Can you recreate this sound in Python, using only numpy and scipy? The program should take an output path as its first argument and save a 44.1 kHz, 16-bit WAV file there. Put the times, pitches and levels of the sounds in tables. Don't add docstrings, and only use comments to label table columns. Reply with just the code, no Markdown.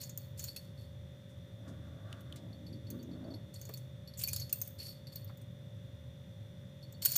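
import sys
import numpy as np
from scipy import signal
from scipy.fft import rfft, irfft
from scipy.io import wavfile

SR = 44100
rng = np.random.default_rng(int(sys.argv[2]) if len(sys.argv) > 2 else 0)


def master_out(mix):
    frames = np.transpose(np.atleast_2d(mix))
    ceiling = np.clip(frames, -1, 1)
    pcm = np.round(ceiling * 32767).astype(np.int16)
    wavfile.write(sys.argv[1], SR, pcm)


N = 316197

# pitch_hz, relative level_db, t60_s
BELL = [(4339, 3, 0.041), (4430, 2, 0.07), (4530, 0, 0.045), (4920, -13, 0.025), (5100, -0.5, 0.01),
        (5580, -10.5, 0.077), (6500, -28, 0.059), (7500, -14, 0.047), (11350, -6, 0.068),
        (11570, -8, 0.049), (13000, -17, 0.074)]
# pitch_hz, relative level_db, t60_s
TAG = [(6600, -2.5, 0.006), (7020, -4, 0.0087), (13100, -2.5, 0.035), (13600, -17, 0.059),
       (13850, -15, 0.045), (14600, 5, 0.023), (14700, -9, 0.07), (15000, -28, 0.015)]
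# frequency_hz, relative density_db (per Hz)
CONTACT = [(600, -54), (1500, -8.5), (2500, 0), (3600, -1), (5500, 4), (7000, 3), (9000, 8), (12000, -1),
           (15500, -40.5)]
BELL_HZ = 4457


def from_db(db):
    return 10 ** (np.asarray(db) / 20)


def rms_one(x):
    return x / np.sqrt(np.mean(x ** 2) + 1e-20)


def gains(rows):
    s, *columns = np.transpose(rows)
    t = np.arange(N) / SR
    return np.array([from_db(np.interp(t, s, c, left=-150, right=-150)) for c in columns])


def noise(spectrum):
    hz, db = np.transpose(spectrum)
    bins = np.maximum(np.fft.rfftfreq(N, 1 / SR), 1)
    colour = from_db(np.interp(np.log(bins), np.log(hz), db))
    return rms_one(irfft(rfft(rng.standard_normal(N)) * colour, N))


def drift(rate):
    knots = rng.standard_normal(4096)
    return rms_one(np.interp(np.arange(N) / SR * rate, np.arange(len(knots)), knots))


def bandpass(x, low_hz, high_hz):
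    return signal.sosfilt(signal.butter(2, [low_hz, high_hz], "band", fs=SR, output="sos"), x)


def ring(clicks, hz, t60):
    r = from_db(-60 / (t60 * SR))
    w = 2 * np.pi * hz / SR
    return signal.lfilter([0, np.sin(w)], [1, -2 * r * np.cos(w), r * r], clicks + 1e-18)


def resonate(x, hz, width):
    r = np.exp(-np.pi * width / SR)
    feedforward = np.array([1, 0, -1]) * (1 - r * r) / 2
    feedback = [1, -2 * r * np.cos(2 * np.pi * hz / SR), r * r]
    return signal.lfilter(feedforward, feedback, x + 1e-18)


def die_away(clicks, seconds):
    return signal.lfilter([1], [1, -np.exp(-1 / (seconds * SR))], clicks + 1e-18)


def swell(start, length, attack, release):
    age = np.arange(N) / SR - start
    return np.clip(age / attack, 0, 1) * np.exp(-np.maximum(age - length, 0) / release)


def impulses(s, db):
    out = np.zeros(N)
    out[np.clip((s * SR).astype(int), 0, N - 1)] = from_db(db)
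    return out


def bouncing(clicks, per_s, seconds):
    return (rng.random(N) < per_s / SR) * die_away(clicks, seconds)


def grains(per_s, spread_db):
    sizes = from_db(spread_db * np.minimum(rng.exponential(1, N), 3))
    return (rng.random(N) < per_s / SR) * sizes


def struck(clicks, modes, uneven_db):
    at, out = np.flatnonzero(clicks), np.zeros(N)
    for hz, db, t60 in modes:
        strength = from_db(db + uneven_db * (2 * rng.random(len(at)) - 1.5))
        blows = np.zeros(N)
        blows[at] = clicks[at] * strength * rng.choice([-1, 1], len(at))
        out += ring(blows, hz, t60)
    return out


def spot_ring(times, levels_db, pitches_hz, seconds, cluster_s):
    out, age = np.zeros(N + SR), np.arange(SR // 5) / SR
    for s, db, hz in zip(times, levels_db, pitches_hz):
        cluster = rng.standard_normal(len(age)) * np.exp(-age / cluster_s)
        tone = ring(cluster, hz, seconds)
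        start = int(s * SR)
        out[start:start + len(age)] += from_db(db) * tone / np.abs(tone).max()
    return out[:N]


def chatter(clicks, seconds, spread_db):
    at, out = np.flatnonzero(clicks), np.zeros(N)
    hiss = noise(CONTACT)
    edges_hz = np.geomspace(1000, 16000, 17)
    for low, high in zip(edges_hz, edges_hz[1:]):
        blows = np.zeros(N)
        blows[at] = clicks[at] * from_db(spread_db * (2 * rng.random(len(at)) + 1))
        out += bandpass(hiss, low, high) * die_away(blows, seconds)
    return out


def fibres(s, db, hz, width, swell_s):
    out, age, start = np.zeros(N + SR), np.arange(SR // 4) / SR, int(s * SR)
    slip = resonate(resonate(rng.standard_normal(len(age)), hz, width), hz, 2 * width)
    envelope = age / swell_s * np.exp(1 - age / swell_s)
    out[start:start + len(age)] = from_db(db) * rms_one(slip) * envelope
    return out[:N]


def fibre_bands(events, bands, swell_s):
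    return sum(fibres(s, db + band_db, hz, width, swell_s) for s, db in events for hz, width, band_db in bands)


def room_air():
    # frequency_hz, relative density_db (per Hz)
    rumble_colour = [(25, -27), (40, 0.5), (62, -14.5), (80, -0.5), (150, 0.5), (200, -3.5), (300, -11.5),
                     (450, -14), (750, -23), (1500, -39)]
    # frequency_hz, relative density_db (per Hz)
    air_colour = [(410, -17), (700, -10), (1400, -8.5), (2080, -10.5), (3030, -14), (3550, -5.5),
                  (3840, -15.5), (4860, -19.5), (5990, -18), (14600, -51), (16000, -13.5)]
    # pitch_hz, width_hz, gain_db of the resonance
    room_modes = [(80.9, 2.2, 18), (104.6, 7.2, 17), (127.8, 9, 15), (144.1, 4.6, 8), (177.4, 15, 9),
                  (247, 2.4, 10.5)]
    rumble_db, air_db = -48.5, -68.5
    rumble = noise(rumble_colour)
    for hz, width, db in room_modes:
        rumble = rumble + from_db(db) * resonate(noise(rumble_colour), hz, width)
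    rumble = signal.sosfilt(signal.butter(2, 55, "high", fs=SR, output="sos"), rumble)
    return from_db(rumble_db) * rms_one(rumble) + from_db(air_db) * noise(air_colour)


def refrigerator(waver=0.63):
    # pitch_hz, level_db (rms)
    hum_tones = [(538.3, -65.5), (586.8, -67), (1561, -91.5), (1760, -85), (1906, -83), (2003, -91),
                 (2051, -85.5), (2099, -97), (2880, -87.5), (3225, -90.5), (3273, -84.5), (3321, -100),
                 (3418, -75), (3467, -97), (3515, -78.5), (3564, -80.5), (3612, -79), (3661, -77),
                 (4005, -99), (4054, -92), (4151, -89), (5814, -87)]
    t = np.arange(N) / SR
    out = np.zeros(N)
    for hz, db in hum_tones:
        phase = 2 * np.pi * (hz * t + rng.random()) + waver * drift(16)
        out += from_db(db) * np.sqrt(2) * np.sin(phase)
    return out


def rubbing(rub_db=-2):
    # start_s, length_s, level_db before rub_db
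    strokes = [(1.633, 0.042, -61), (1.812, 0.21, -69), (2.04, 0.11, -60.5), (2.246, .1, -70),
               (2.9, 0.054, -67), (3.097, 0.19, -69)]
    # frequency_hz, relative density_db (per Hz)
    plush = [(700, -16), (1000, -12), (1140, 6.5), (1280, -1), (1450, 2.5), (1850, -5), (2300, -18),
             (5000, -22), (15000, -35)]
    attack_s, release_s = 0.046, 0.074
    pressure = sum(from_db(db) * swell(s, length, attack_s, release_s) for s, length, db in strokes)
    grip = from_db(1.8 * drift(70))
    return pressure * from_db(rub_db) * grip * noise(plush)


def scuffs(scuff_db=-8, snap_db=-8, pat_db=-8):
    # start_s, level_db before scuff_db, pitch_hz, width_hz, swell_s
    claw_drags = [(1.29, -67, 7000, 5000, .013), (1.675, -58, 4970, 5000, .012),
                  (2.36, -54.5, 3600, 2460, 0.011), (4.171, -42, 7200, 893, 0.019),
                  (4.191, -54, 2960, 1200, .012), (4.217, -50, 2620, 400, .012),
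                  (4.277, -39.5, 2450, 249, .007), (4.79, -53.5, 2500, 2000, 0.02),
                  (5.291, -51.5, 980, 696, .0075)]
    # start_s, level_db before snap_db
    claw_snaps = [(2.127, -32), (2.3243, -35.5)]
    # pitch_hz, width_hz, relative level_db
    snap_bands = [(3300, 510, 1), (1410, 2400, -13.5), (8100, 5500, -14)]
    # start_s, level_db before pat_db
    paw_pats = [(3.69, -40)]
    # pitch_hz, width_hz, relative level_db
    pat_bands = [(420, 130, 1.5), (1166, 83, -7.5), (1800, 1200, -13)]
    drags = sum(fibres(*row) for row in claw_drags)
    snaps = fibre_bands(claw_snaps, snap_bands, swell_s=0.0011)
    pats = fibre_bands(paw_pats, pat_bands, swell_s=0.0051)
    return from_db(scuff_db) * drags + from_db(snap_db) * snaps + from_db(pat_db) * pats


def cavity(source, resonances):
    return sum((-1) ** k * from_db(db) * resonate(source, hz, width)
               for k, (hz, width, db) in enumerate(resonances))


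def growl(chest_db=-1, mouth_db=-2, pulse_hz=54.4, jitter=.1, rasp=1.4):
    # time_s, chest level_db before chest_db, open mouth level_db before mouth_db
    growl_levels = [(1.55, -72, -75), (1.69, -52, -58.5), (1.78, -59, -71), (2.12, -61, -59.5),
                    (2.22, -60, -70), (2.45, -55.5, -62.5), (2.62, -57.5, -71), (2.73, -49.5, -71),
                    (2.84, -60, -74), (2.94, -45, -67), (3.12, -48, -62.5), (3.31, -46.5, -53.5),
                    (3.42, -56, -68), (3.5, -58.5, -76)]
    # pitch_hz, width_hz, relative level_db
    throat = [(220, 105, 6), (347, 106, -6.5)]
    # pitch_hz, width_hz, relative level_db
    open_mouth = [(630, 63, 16), (670, 90, -18), (850, 37, -15)]
    chest, mouth = gains(growl_levels)
    cycles = np.cumsum(pulse_hz * (1 + jitter * drift(40))) / SR
    pulses = np.diff(np.floor(cycles), prepend=0)
    breath = die_away(pulses, 0.054) * rng.standard_normal(N)
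    source = rms_one(pulses) + rasp * rms_one(breath)
    low = bandpass(cavity(source, throat), 160, 460)
    high = bandpass(cavity(source, open_mouth), 500, 1100)
    return chest * from_db(chest_db) * rms_one(low) + mouth * from_db(mouth_db) * rms_one(high)


def tinkles(spot_db=-3, modes_db=-14):
    # start_s, end_s, level_db before spread and layer gains
    wriggles = [(2.92, 3.28, -55), (3.575, 3.72, -57), (5.102, 5.3, -59), (6.88, 7.0, -54)]
    taps_per_s, pitch_scatter, spread_db = 12, 0.015, 0.5
    taps = [(t, db) for start, end, db in wriggles for t in np.arange(start, end, 1 / taps_per_s)]
    s, level = np.transpose(taps)
    late, louder, higher = np.tanh(rng.standard_normal((len(s), 3))).T
    s = s + .5 * late / taps_per_s
    level = level + spread_db * louder
    hz = BELL_HZ * (1 + pitch_scatter * higher)
    note = spot_ring(s, level, hz, seconds=0.067, cluster_s=0.0096)
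    shell = struck(impulses(s, level), BELL, uneven_db=6)
    return from_db(spot_db) * note + from_db(modes_db) * shell


def jingles(modes_db=-14, bounce_db=-3, spot_db=-3, click_db=-30, pitch_scatter=0.018):
    # start_s, level_db before the layer gains
    pellet_hits = [(.0368, -72), (.4402, -44), (0.483, -37.5), (0.5636, -40), (.7874, -62), (2.529, -56),
                   (2.665, -47), (2.727, -51), (2.868, -52), (3.3053, -53.5), (3.3392, -46.5),
                   (3.557, -45.5), (3.7373, -42.5), (4.0747, -44), (4.137, -47), (4.2359, -30.5),
                   (4.333, -34.5), (4.363, -37.5), (4.4148, -35.5), (4.526, -46), (4.799, -41),
                   (4.8836, -44.5), (5.0699, -43), (5.1226, -50), (5.156, -40.5), (5.2758, -50),
                   (6.8259, -48.5), (7.021, -34.5), (7.0497, -27.5)]
    s, level = np.transpose(pellet_hits)
    hits = impulses(s, level)
    touches = hits + from_db(bounce_db) * bouncing(hits, per_s=700, seconds=0.016)
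    shell = from_db(modes_db) * struck(touches, BELL, uneven_db=6)
    hz = BELL_HZ * (1 + pitch_scatter * rng.standard_normal(len(s)))
    note = from_db(spot_db) * spot_ring(s, level, hz, seconds=0.049, cluster_s=0.0071)
    tick = from_db(click_db) * die_away(hits, 0.024) * noise(CONTACT)
    return shell + note + tick


def rattle(bell_db=-2, tag_db=-2, scrape_db=-1):
    # start_s, length_s, bell level_db before bell_db, tag level_db before its layer gains
    shakes = [(0, 0.027, -49, -54.5), (0.175, 0.069, -68, -70.5), (0.371, 0.093, -57.5, -57),
              (0.47, 0.018, -56, -72), (0.564, 0.1, -73, -78), (0.769, 0.064, -66.5, -74.5),
              (3.532, 0.22, -65.5, -70.5), (4.171, 0.054, -73, -52.5), (4.207, 0.016, -67, -51),
              (4.285, .14, -52.5, -68), (4.54, .12, -68, -62.5), (4.782, 0.11, -48.5, -60),
              (5.117, 0.053, -75, -64), (7.016, 0.18, -44.5, -45.5)]
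    attack_s, release_s = 0.0085, 0.036
    shapes = [swell(s, length, attack_s, release_s) for s, length, _, _ in shakes]
    bell, tag = from_db(np.array(shakes)[:, 2:]).T @ np.array(shapes)
    rolling = from_db(bell_db) * rms_one(struck(grains(450, 1.7), BELL, uneven_db=5))
    sliding = from_db(tag_db) * rms_one(struck(grains(450, 2.2), TAG, uneven_db=6))
    grit = rms_one(chatter(grains(700, 3.6), seconds=.0012, spread_db=6))
    return bell * rolling + tag * (sliding + from_db(scrape_db) * grit)


def clinks(click_db=-13, chatter_db=-24, modes_db=-15, bounce_db=-3, ring_db=-5, spot_db=-4):
    # start_s, tag level_db, tag pitch_hz, split ring level_db, contact click level_db
    knocks = [(0.0146, -35, 14400, -39, -52), (0.0355, -48, 14400, -34, -57),
              (0.0939, -42, 14400, -36.5, -61), (.1755, -27, 14600, -41, -49),
              (.393, -37, 14200, -29.5, -54), (0.44, -30.5, 14400, -29, -53),
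              (0.5624, -38, 14300, -57, -31), (2.2069, -55, 14700, -70, -48.5),
              (2.36, -50, 13100, -67, -44), (2.903, -35.5, 14400, -46.5, -41),
              (3.028, -51, 14200, -50.5, -68), (3.5413, -46, 13700, -42.5, -49),
              (3.6138, -39, 14370, -36, -54), (3.652, -46, 14100, -39.5, -62),
              (3.691, -40, 14400, -55, -48), (3.7382, -34.5, 14250, -60, -44),
              (3.774, -45, 14400, -51, -41), (4.1918, -31, 14600, -41, -43),
              (4.2365, -22.5, 13150, -43, -38), (4.2743, -26, 12700, -58, -52),
              (4.2832, -39, 14600, -55, -28), (4.289, -29, 14200, -52, -39),
              (4.3316, -29, 14500, -31, -29.5), (4.3617, -26, 14400, -34, -30.5),
              (4.398, -33, 13200, -32, -53), (4.495, -52, 14500, -40, -41.5),
              (4.5274, -16.5, 14500, -48, -28), (4.6155, -22, 14640, -32, -36),
              (4.675, -31.5, 14400, -55, -46), (5.1582, -32.5, 13500, -59, -51),
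              (5.245, -41, 13100, -72, -69), (5.3734, -47.5, 14800, -59, -60),
              (5.415, -56, 13900, -70, -57.5), (6.9244, -46, 14300, -63, -50),
              (7.0214, -33, 14310, -36, -34), (7.0508, -14.5, 14400, -26, -26.5),
              (7.0568, -10, 14600, -30, -21), (7.1187, -20.5, 14400, -35, -34),
              (7.1554, -26, 14300, -27, -29), (7.1614, -13.5, 14300, -19, -25.5)]
    split_ring_hz, pitch_scatter = 6690, 0.03
    s, tag_level, tag_hz, ring_level, click_level = np.transpose(knocks)
    click, tag = impulses(s, click_level), impulses(s, tag_level)
    contact = from_db(click_db) * die_away(click, 0.00077) * noise(CONTACT)
    contact += from_db(chatter_db) * chatter(click, seconds=0.0082, spread_db=8.5)
    touches = tag + from_db(bounce_db) * bouncing(tag, per_s=700, seconds=0.0047)
    plate = from_db(modes_db) * struck(touches, TAG, uneven_db=7)
    plate += from_db(spot_db) * spot_ring(s, tag_level, tag_hz, seconds=0.018, cluster_s=0.0027)
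    ring_hz = split_ring_hz * (1 + pitch_scatter * rng.standard_normal(len(s)))
    split_ring = from_db(ring_db) * spot_ring(s, ring_level, ring_hz, seconds=0.0044, cluster_s=0.01)
    return contact + plate + split_ring


def room(x, wet_db=-15, t60_s=0.45):
    age = np.arange(SR // 2) / SR
    tail = rng.standard_normal(len(age)) * from_db(-60 * age / t60_s) * (age > .004)
    return x + from_db(wet_db) * signal.fftconvolve(x, tail / np.linalg.norm(tail))[:N]


def scene():
    cats = clinks() + jingles() + tinkles() + rattle() + scuffs() + rubbing() + growl()
    return (room(cats) + refrigerator() + room_air())[None]


def record(dry):
    return signal.sosfilt(signal.ellip(10, .2, 70, 15400, fs=SR, output="sos"), dry)


dry = scene()
out = record(dry)
master_out(out)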